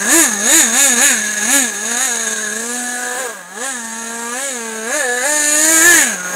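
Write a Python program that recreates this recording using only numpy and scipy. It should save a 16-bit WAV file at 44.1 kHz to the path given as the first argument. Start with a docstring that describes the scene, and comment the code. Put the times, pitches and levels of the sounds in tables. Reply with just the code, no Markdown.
"""A dirt yard ringed by bushes: a nitro model buggy drives round on throttle blips over an uneven cruise.
Each blip swings the engine above its cruising speed, and every part of the exhaust grows with that effort.
Each firing of its tiny two-stroke sends a pressure pulse and a spurt of gas through the tuned pipe,
which rings at a low, a middle and a high resonance. Tyres scrabble faintly below.
The loudest revs overload a small microphone, alike in both channels."""
import sys
import numpy as np
from scipy import signal
from scipy.fft import rfft, irfft
from scipy.io import wavfile
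from scipy.ndimage import uniform_filter1d

SR = 44100
rng = np.random.default_rng(int(sys.argv[2]) if len(sys.argv) > 2 else 0)


def pcm_store(signal):
    """Save signal as 16-bit PCM."""
    levels = np.round(np.clip(np.atleast_2d(signal), -1, 1) * 32767)
    wavfile.write(sys.argv[1], SR, levels.astype(np.int16).T)


N = 280035

# running state: (time [s], roughness of firing before load steadies it [factor],
# low pipe resonance before load and waver [Hz], mean level of the tyres [dB])
RUNNING = [(0, 0.9, 1692, -31.5), (2.4, 1.08, 1669, -37.5), (2.75, 0.64, 1644, -40.5),
           (3.25, 0.96, 1606, -31), (3.45, 0.4, 1687, -43.5), (5.45, 0.32, 1618, -36.5),
           (5.95, 0.69, 1728, -25.5), (6.22, 0.83, 1469, -35.5), (6.35, 0.3, 1623, -29)]


def engine():
    """Firings drive the low orders, the bark, the pipe and the rasp; all grow with effort."""
    # drive and turns: (time [s], level of the whole exhaust [dB], level of its treble [dB])
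    path = [(0.0, 6, -1.4), (0.34, 0, 3.4), (0.61, 1.5, 3), (1.0, 3.5, 1), (1.36, -3.4, 6), (1.56, 3, 1.5),
            (1.73, 0, 0.5), (2.02, 1, 0.4), (2.36, -2.5, 4), (3.27, -3.7, -2.5), (3.5, -6.5, -2),
            (3.65, 0.6, -5.5), (3.84, -1, -4), (4.79, -2, -2.5), (5.1, 2.5, -6), (5.49, -4, 5),
            (5.95, 1, 3), (6.35, 6.5, -6.5)]
    whole_db, treble_db = in_time(path)
    hz = speed()
    effort = effort_at(hz)

    # load is read from the revs: under load the burn is steadier
    load = np.clip((hz - 215) / 55, 0, 1)
    rough = in_time(RUNNING)[0] * (1 - 0.78 * load)
    turns = np.cumsum(hz * (1 + 0.00986 * rough * drift(70))) / SR
    pulses, strength = firings(turns, uneven_db=1.6 + 0.82 * rough, jitter_s=0.000006 + 0.00005 * rough)
    gas = spurts(turns, strength, open_share=1.0, leak=0.19)
    hiss = rough * gas

    tone = low_orders(turns, hz, effort, strength)
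    tone = tone + bark(pulses, hiss, hz, effort, treble_db)
    tone = tone + pipe(pulses, hiss, load, effort, treble_db)
    rasp_db = level(effort, usual_db=-21, db_per_octave=24) + whole_db + treble_db
    exhaust = from_db(whole_db) * tone + rasp(gas, rasp_db)

    # off the throttle the level burbles, as firings come in lumps
    burble_db, burbles_per_s = 1.48, 83
    return from_db(burble_db * rough * drift(burbles_per_s)) * exhaust


def speed():
    """Firings per second: each blip swings the engine up from its cruising speed and lets it run down."""
    # held throttle: (time [s], speed between blips [firings/s])
    cruise = [(-0.003, 194.0), (1.315, 211.0), (1.733, 191.0), (1.886, 230.0), (2.13, 232.0),
              (2.484, 209.0), (2.727, 245.0), (3.164, 247.0), (3.434, 172.0), (3.786, 223.0),
              (4.344, 236.0), (4.815, 219.0), (5.221, 251.0), (5.365, 290.0), (5.573, 302.0),
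              (5.729, 327.0), (5.985, 278.0), (6.164, 180.0)]
    # throttle blips: (time of the peak [s], extra speed [firings/s], rise [s], fall [s])
    blips = [(0.175, 141.0, 0.083, 0.097), (0.568, 129.0, 0.092, 0.072), (0.816, 78.0, 0.087, 0.122),
             (1.051, 79.0, 0.057, 0.084), (1.551, 83.0, 0.074, 0.119), (2.043, 34.0, 0.079, 0.05),
             (3.196, 29.0, 0.023, 0.124), (3.663, 66.0, 0.084, 0.095), (4.449, 47.0, 0.09, 0.096),
             (4.964, 75.0, 0.063, 0.07), (5.27, 28.0, 0.029, 0.097), (5.89, 54.0, 0.065, 0.127)]
    hz, = in_time(cruise)
    t = np.arange(N) / SR
    for peak_s, extra_hz, rise_s, fall_s in blips:
        away = (t - peak_s) / np.where(t < peak_s, rise_s, fall_s)
        hz = hz + extra_hz * np.exp(-np.minimum(away ** 2, 20))
    return hz


def effort_at(hz, usual_hz=250, full_power_hz=292.3):
    """Effort in octaves of speed above the usual, with a soft ceiling at full power."""
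    capped = hz / (1 + (hz / full_power_hz) ** 16) ** (1 / 16)
    return np.log2(capped / usual_hz)


def level(effort, usual_db, db_per_octave):
    """Decibels that effort gives one part of the exhaust, usual_db being its level at the usual speed."""
    return usual_db + db_per_octave * effort


def firings(turns, uneven_db, jitter_s):
    """One pulse a turn, each a little off in strength and time; also the strength held through the turn."""
    count = np.floor(turns).astype(int)
    at = np.flatnonzero(np.diff(count))
    chance = rng.standard_normal((N, 2))[:len(at)]
    strength = from_db(uneven_db[at] * np.minimum(chance[:, 0], 2))
    crossing = np.interp(count[at + 1], turns, np.arange(N))
    exact = crossing + jitter_s[at] * SR * chance[:, 1]
    # a short sinc places each pulse between samples
    pulses = np.zeros(N)
    for tap in range(-3, 5):
        index = np.clip(exact.astype(int) + tap, 0, N - 1)
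        pulses[index] += strength * np.sinc(index - exact)
    held = strength[np.clip(count - 1, 0, len(at) - 1)]
    return even(pulses), held


def spurts(turns, strength, open_share, leak):
    """Turbulent gas bursts out as the exhaust port opens and weakens through the turn, over a steady leak."""
    burst = np.exp(-(turns % 1) / open_share)
    return even(rng.standard_normal(N) * strength * (leak + burst))


def low_orders(turns, hz, effort, strength):
    """The firing tone and its octave, swelling with the strength of the firings."""
    # firing tone against the rest: (time [s], level [dB])
    first_fade = [(0.0, -2.5), (0.12, 8), (0.6, 6), (0.98, 5.5), (1.42, 2.8), (1.58, 16.5), (1.72, -6.5),
                  (1.94, 2.5), (2.01, -3.5), (2.82, 7), (3.23, -10), (3.43, -2.5), (3.86, 0.3), (4.87, 2),
                  (5.1, -7), (5.45, 6), (6.01, 4.7), (6.35, -6)]
    # its octave against the rest: (time [s], level [dB])
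    second_fade = [(0.0, -3), (0.15, 2.0), (0.2, -9.9), (0.51, 9.5), (0.57, -1.5), (1.0, 3.4), (1.22, -2.5),
                   (1.74, -0.7), (2.7, 7.5), (2.82, -2.5), (3.27, 11), (3.41, -24), (3.59, 7), (3.88, -12),
                   (4.12, 1), (5.1, 10.5), (5.79, 4), (6.35, -11.5)]
    first_db, = in_time(first_fade)
    second_db, = in_time(second_fade)
    first_db = first_db + level(effort, usual_db=-28, db_per_octave=21.7)
    second_db = second_db + level(effort, usual_db=-33.5, db_per_octave=13.6)

    # the firing tone hollows out as it sweeps through one pitch
    hollow_hz, hollow_width_hz, hollow_db = 276.3, 21, 14.5
    dip_db = hollow_db / (1 + ((hz - hollow_hz) / hollow_width_hz) ** 2)
    first = from_db(first_db - dip_db) * np.sin(2 * np.pi * turns)
    second = from_db(second_db) * np.cos(4 * np.pi * turns)
    swell = even(uniform_filter1d(strength, size=400))
    return np.sqrt(2) * swell * (first + second)


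def bark(pulses, hiss, hz, effort, treble_db):
    """The pressure pulse itself, harder while the engine picks up, and the snarl of its steep front."""
    # colour of the exhaust pulse: (frequency [Hz], level [dB])
    bark_colour = [(380, -39.5), (520, -1.5), (800, 4), (1000, 1), (1200, 4), (1400, 1), (6000, -41)]
    # colour of its steep front: (frequency [Hz], level [dB])
    snarl_colour = [(1100, -23.5), (2200, 9), (2550, 3.5), (3200, -1), (4000, -6.5), (5500, -20.5)]
    # bark against the rest: (time [s], level [dB])
    bark_fade = [(0, -7), (0.2, 2), (0.62, -1.5), (0.8, 0), (1.25, -4), (1.52, 0.5), (1.72, -6.5), (2.0, 1),
                 (2.5, -2), (3.25, 3.5), (3.8, -4.5), (4.3, 2.5), (4.47, -6.5), (4.62, -1), (5.5, 2),
                 (5.97, 2.5), (6.06, -5), (6.35, -1)]
    # snarl against the rest: (time [s], level [dB])
    snarl_fade = [(0, -0.5), (0.7, 2), (1.3, 5.5), (1.75, 2), (2.05, -0.5), (2.75, -4.5), (3.4, -6),
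                  (4.1, -2), (4.75, 5), (5.0, -2), (5.72, -1), (5.95, 4.5), (6.2, 9), (6.35, 6)]
    bark_db, = in_time(bark_fade)
    snarl_db, = in_time(snarl_fade)

    # the surge is in full from this acceleration on
    surge_db, full_surge_hz_per_s = 3, 1400
    surge = np.clip(np.gradient(hz) * SR / full_surge_hz_per_s, 0, 1)
    bark_db = bark_db + level(effort, usual_db=-27.5, db_per_octave=12.4) + surge_db * surge
    snarl_db = snarl_db + level(effort, usual_db=-31.5, db_per_octave=29) + treble_db

    body = even(yard(colour(pulses + 0.058 * hiss, bark_colour), scatter_db=3.5))
    front = even(yard(colour(pulses + 0.55 * hiss, snarl_colour), scatter_db=-3))
    return from_db(bark_db) * body + from_db(snarl_db) * front


def pipe(pulses, hiss, load, effort, treble_db):
    """Three resonances of the tuned pipe; hotter gas under load raises the low and the high one."""
    # how far they stand out: (time [s], low resonance [dB], middle and high resonances [dB])
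    ringing = [(0.0, -0.8, -0.2), (0.54, 0.7, 5.5), (0.87, -2.5, 3.5), (1.35, 7.4, 2.5), (1.53, -1.5, 0),
               (2.07, -2.5, 1.3), (2.48, 5, 2.5), (2.65, -4, -5), (3.07, 1.5, -10), (4.11, -10, -0.5),
               (4.39, -2.7, -18), (4.48, -8.5, -1), (4.97, -0.5, -7), (5.75, 1.5, 3), (5.89, 13, 3.5),
               (6.07, -1.3, 1), (6.35, -1.5, 7.8)]
    # middle resonance against the rest: (time [s], level [dB])
    middle_fade = [(0, -4), (0.5, 1.5), (1.4, 1), (2.2, 3.5), (3.1, 0), (3.7, -4), (4.3, -9), (5.15, 10.5),
                   (5.35, -5.5), (6.35, -13)]
    low_db, high_db = in_time(ringing)
    middle_db, = in_time(middle_fade)
    low_db = low_db + level(effort, usual_db=-22.5, db_per_octave=14.2)
    middle_db = middle_db + high_db + treble_db + level(effort, usual_db=-36, db_per_octave=22.5)
    high_db = high_db + treble_db + level(effort, usual_db=-25, db_per_octave=20.4)

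    # off the throttle the low resonance wavers from one lump of firings to the next
    waver_hz, wavers_per_s = 32, 52
    roughness, low_hz, _ = in_time(RUNNING)
    low_hz = low_hz + waver_hz * roughness * (1 - load) * drift(wavers_per_s) + 70 * load
    middle_hz = np.full(N, 3745)
    high_hz = 6550 + 330 * load

    low = resonate(pulses + 0.78 * hiss, low_hz, width_hz=59, skirt_hz=910)
    middle = resonate(pulses + 0.15 * hiss, middle_hz, width_hz=370, skirt_hz=1100)
    high = resonate(pulses + 2 * hiss, high_hz, width_hz=190, skirt_hz=1340)
    low_ring = from_db(low_db) * even(yard(low, scatter_db=0))
    middle_ring = from_db(middle_db) * even(yard(middle, scatter_db=3))
    high_ring = from_db(high_db) * even(yard(high, scatter_db=-3))
    return low_ring + middle_ring + high_ring


def rasp(gas, rasp_db):
    """The escaping gas; a stronger jet is also a brighter one and throws a fine spray on top."""
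    # colour of the escaping gas: (frequency [Hz], level [dB])
    rasp_colour = [(1000, -22.5), (3200, -4.5), (3900, -1.5), (5100, -13), (6200, 0.5), (7400, 1),
                   (8200, 5), (8900, -4), (9700, -4), (11200, -11), (15500, -34)]
    # colour of the spray: (frequency [Hz], level [dB])
    spray_colour = [(7000, -54), (10500, 18), (12500, 12.5), (15500, -30.5)]
    # spray_db is the spray beside a rasp of usual_db; spray_growth is dB gained per dB of rasp
    usual_db, spray_db, spray_growth = -22, -44, 2.5
    excess_db = rasp_db - usual_db
    # the difference from sample to sample is a brighter copy of the gas
    jet = gas + from_db(excess_db - 2.5) * np.diff(gas, prepend=0)
    spray = from_db(spray_db + spray_growth * excess_db) * even(colour(gas, spray_colour))
    return from_db(rasp_db) * even(yard(colour(jet, rasp_colour), scatter_db=6)) + spray


def tyres():
    """Knobbly tyres scrabble over dirt and leaves: coloured noise with a fluttering level."""
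    # colour of the scrabble: (frequency [Hz], level [dB])
    tyre_colour = [(120, -37), (230, -18.5), (600, -15), (4000, -31)]
    tyres_db = in_time(RUNNING)[-1] + 2 * drift(40)
    return even(colour(rng.standard_normal(N), tyre_colour)) * from_db(tyres_db)


def yard(x, scatter_db, t60=0.11, ground_lag_s=0.000438, changes_hz=9):
    """A ground bounce hollows the tone; trunks and fronds add short echoes that keep shifting."""
    # bounce off the bare ground: (time [s], strength [share of the direct sound])
    ground = [(4.2, 0.15), (4.5, 0.15), (5.0, 0.46), (5.45, 0.54), (5.9, 0.15)]
    bounce, = in_time(ground)
    samples = np.arange(N)
    direct = x + bounce * np.interp(samples - ground_lag_s * SR, samples, x)
    t = np.arange(SR // 4) / SR
    echoes = rng.standard_normal((2, len(t))) * from_db(-60 * t / t60)
    echoes = echoes / np.linalg.norm(echoes[0])
    here, there = signal.fftconvolve(direct[None], echoes)[:, :N]
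    # a wandering angle turns between two sets of echoes
    place = 2 * np.pi * drift(changes_hz / 2) / 2
    return direct + from_db(scatter_db) * (here * np.cos(place) + there * np.sin(place))


def resonate(x, centre_hz, width_hz, skirt_hz):
    """A resonance with a moving centre and steepened skirts: shift to zero, smooth twice, shift back."""
    turn = np.exp(2j * np.pi * np.cumsum(centre_hz) / SR)
    x = x / turn
    for width in (width_hz, skirt_hz):
        r = np.exp(-np.pi * width / SR)
        x = signal.lfilter([1 - r], [1, -r], x)
    return (x * turn).real


def colour(x, points):
    """Causal (minimum-phase) filter with the given spectrum."""
    size = 4096
    hz, db = np.transpose(points)
    grid = np.maximum(np.arange(size // 2 + 1) * SR / size, 1)
    gain = from_db(np.interp(np.log(grid), np.log(hz), db))
    # folding the cepstrum forward gives the minimum phase
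    cepstrum = irfft(np.log(gain))
    cepstrum[1:size // 2] *= 2
    cepstrum[size // 2 + 1:] = 0
    return signal.fftconvolve(x, irfft(np.exp(rfft(cepstrum))))[:N]


def even(x):
    """Hold the rms near 1 over a few hundredths of a second."""
    power = uniform_filter1d(uniform_filter1d(x * x, size=1800), size=1800)
    return x / np.sqrt(np.maximum(power, 1e-18))


def drift(rate):
    """Random wander: straight lines between unit-spread normal draws, rate draws per second."""
    knots = rng.standard_normal(4000)
    return np.interp(np.arange(N) / SR * rate, np.arange(len(knots)), knots)


def in_time(rows):
    """Each column of a curve at every sample."""
    s, *columns = np.transpose(rows)
    return [np.interp(np.arange(N) / SR, s, c) for c in columns]


def from_db(db):
    """Decibels to gain."""
    return 10 ** (np.asarray(db) / 20)


def scene():
    """The buggy's engine and tyres, alike in both channels."""
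    return np.tile(engine() + tyres(), (2, 1))


def record(dry, low_cut_hz=130, ceiling=0.72, hardness=12.0, cutoff_hz=15700):
    """The microphone drops the bass and flattens the loudest peaks; the top is cut."""
    low_cut = signal.butter(4, low_cut_hz, "high", fs=SR, output="sos")
    thin = signal.sosfilt(low_cut, dry)
    clipped = thin / (1 + np.abs(thin / ceiling) ** hardness) ** (1 / hardness)
    top_cut = signal.firwin(601, cutoff_hz, window="blackman", fs=SR)
    return signal.fftconvolve(clipped, top_cut[None], mode="same")


dry = scene()
out = record(dry)
pcm_store(out)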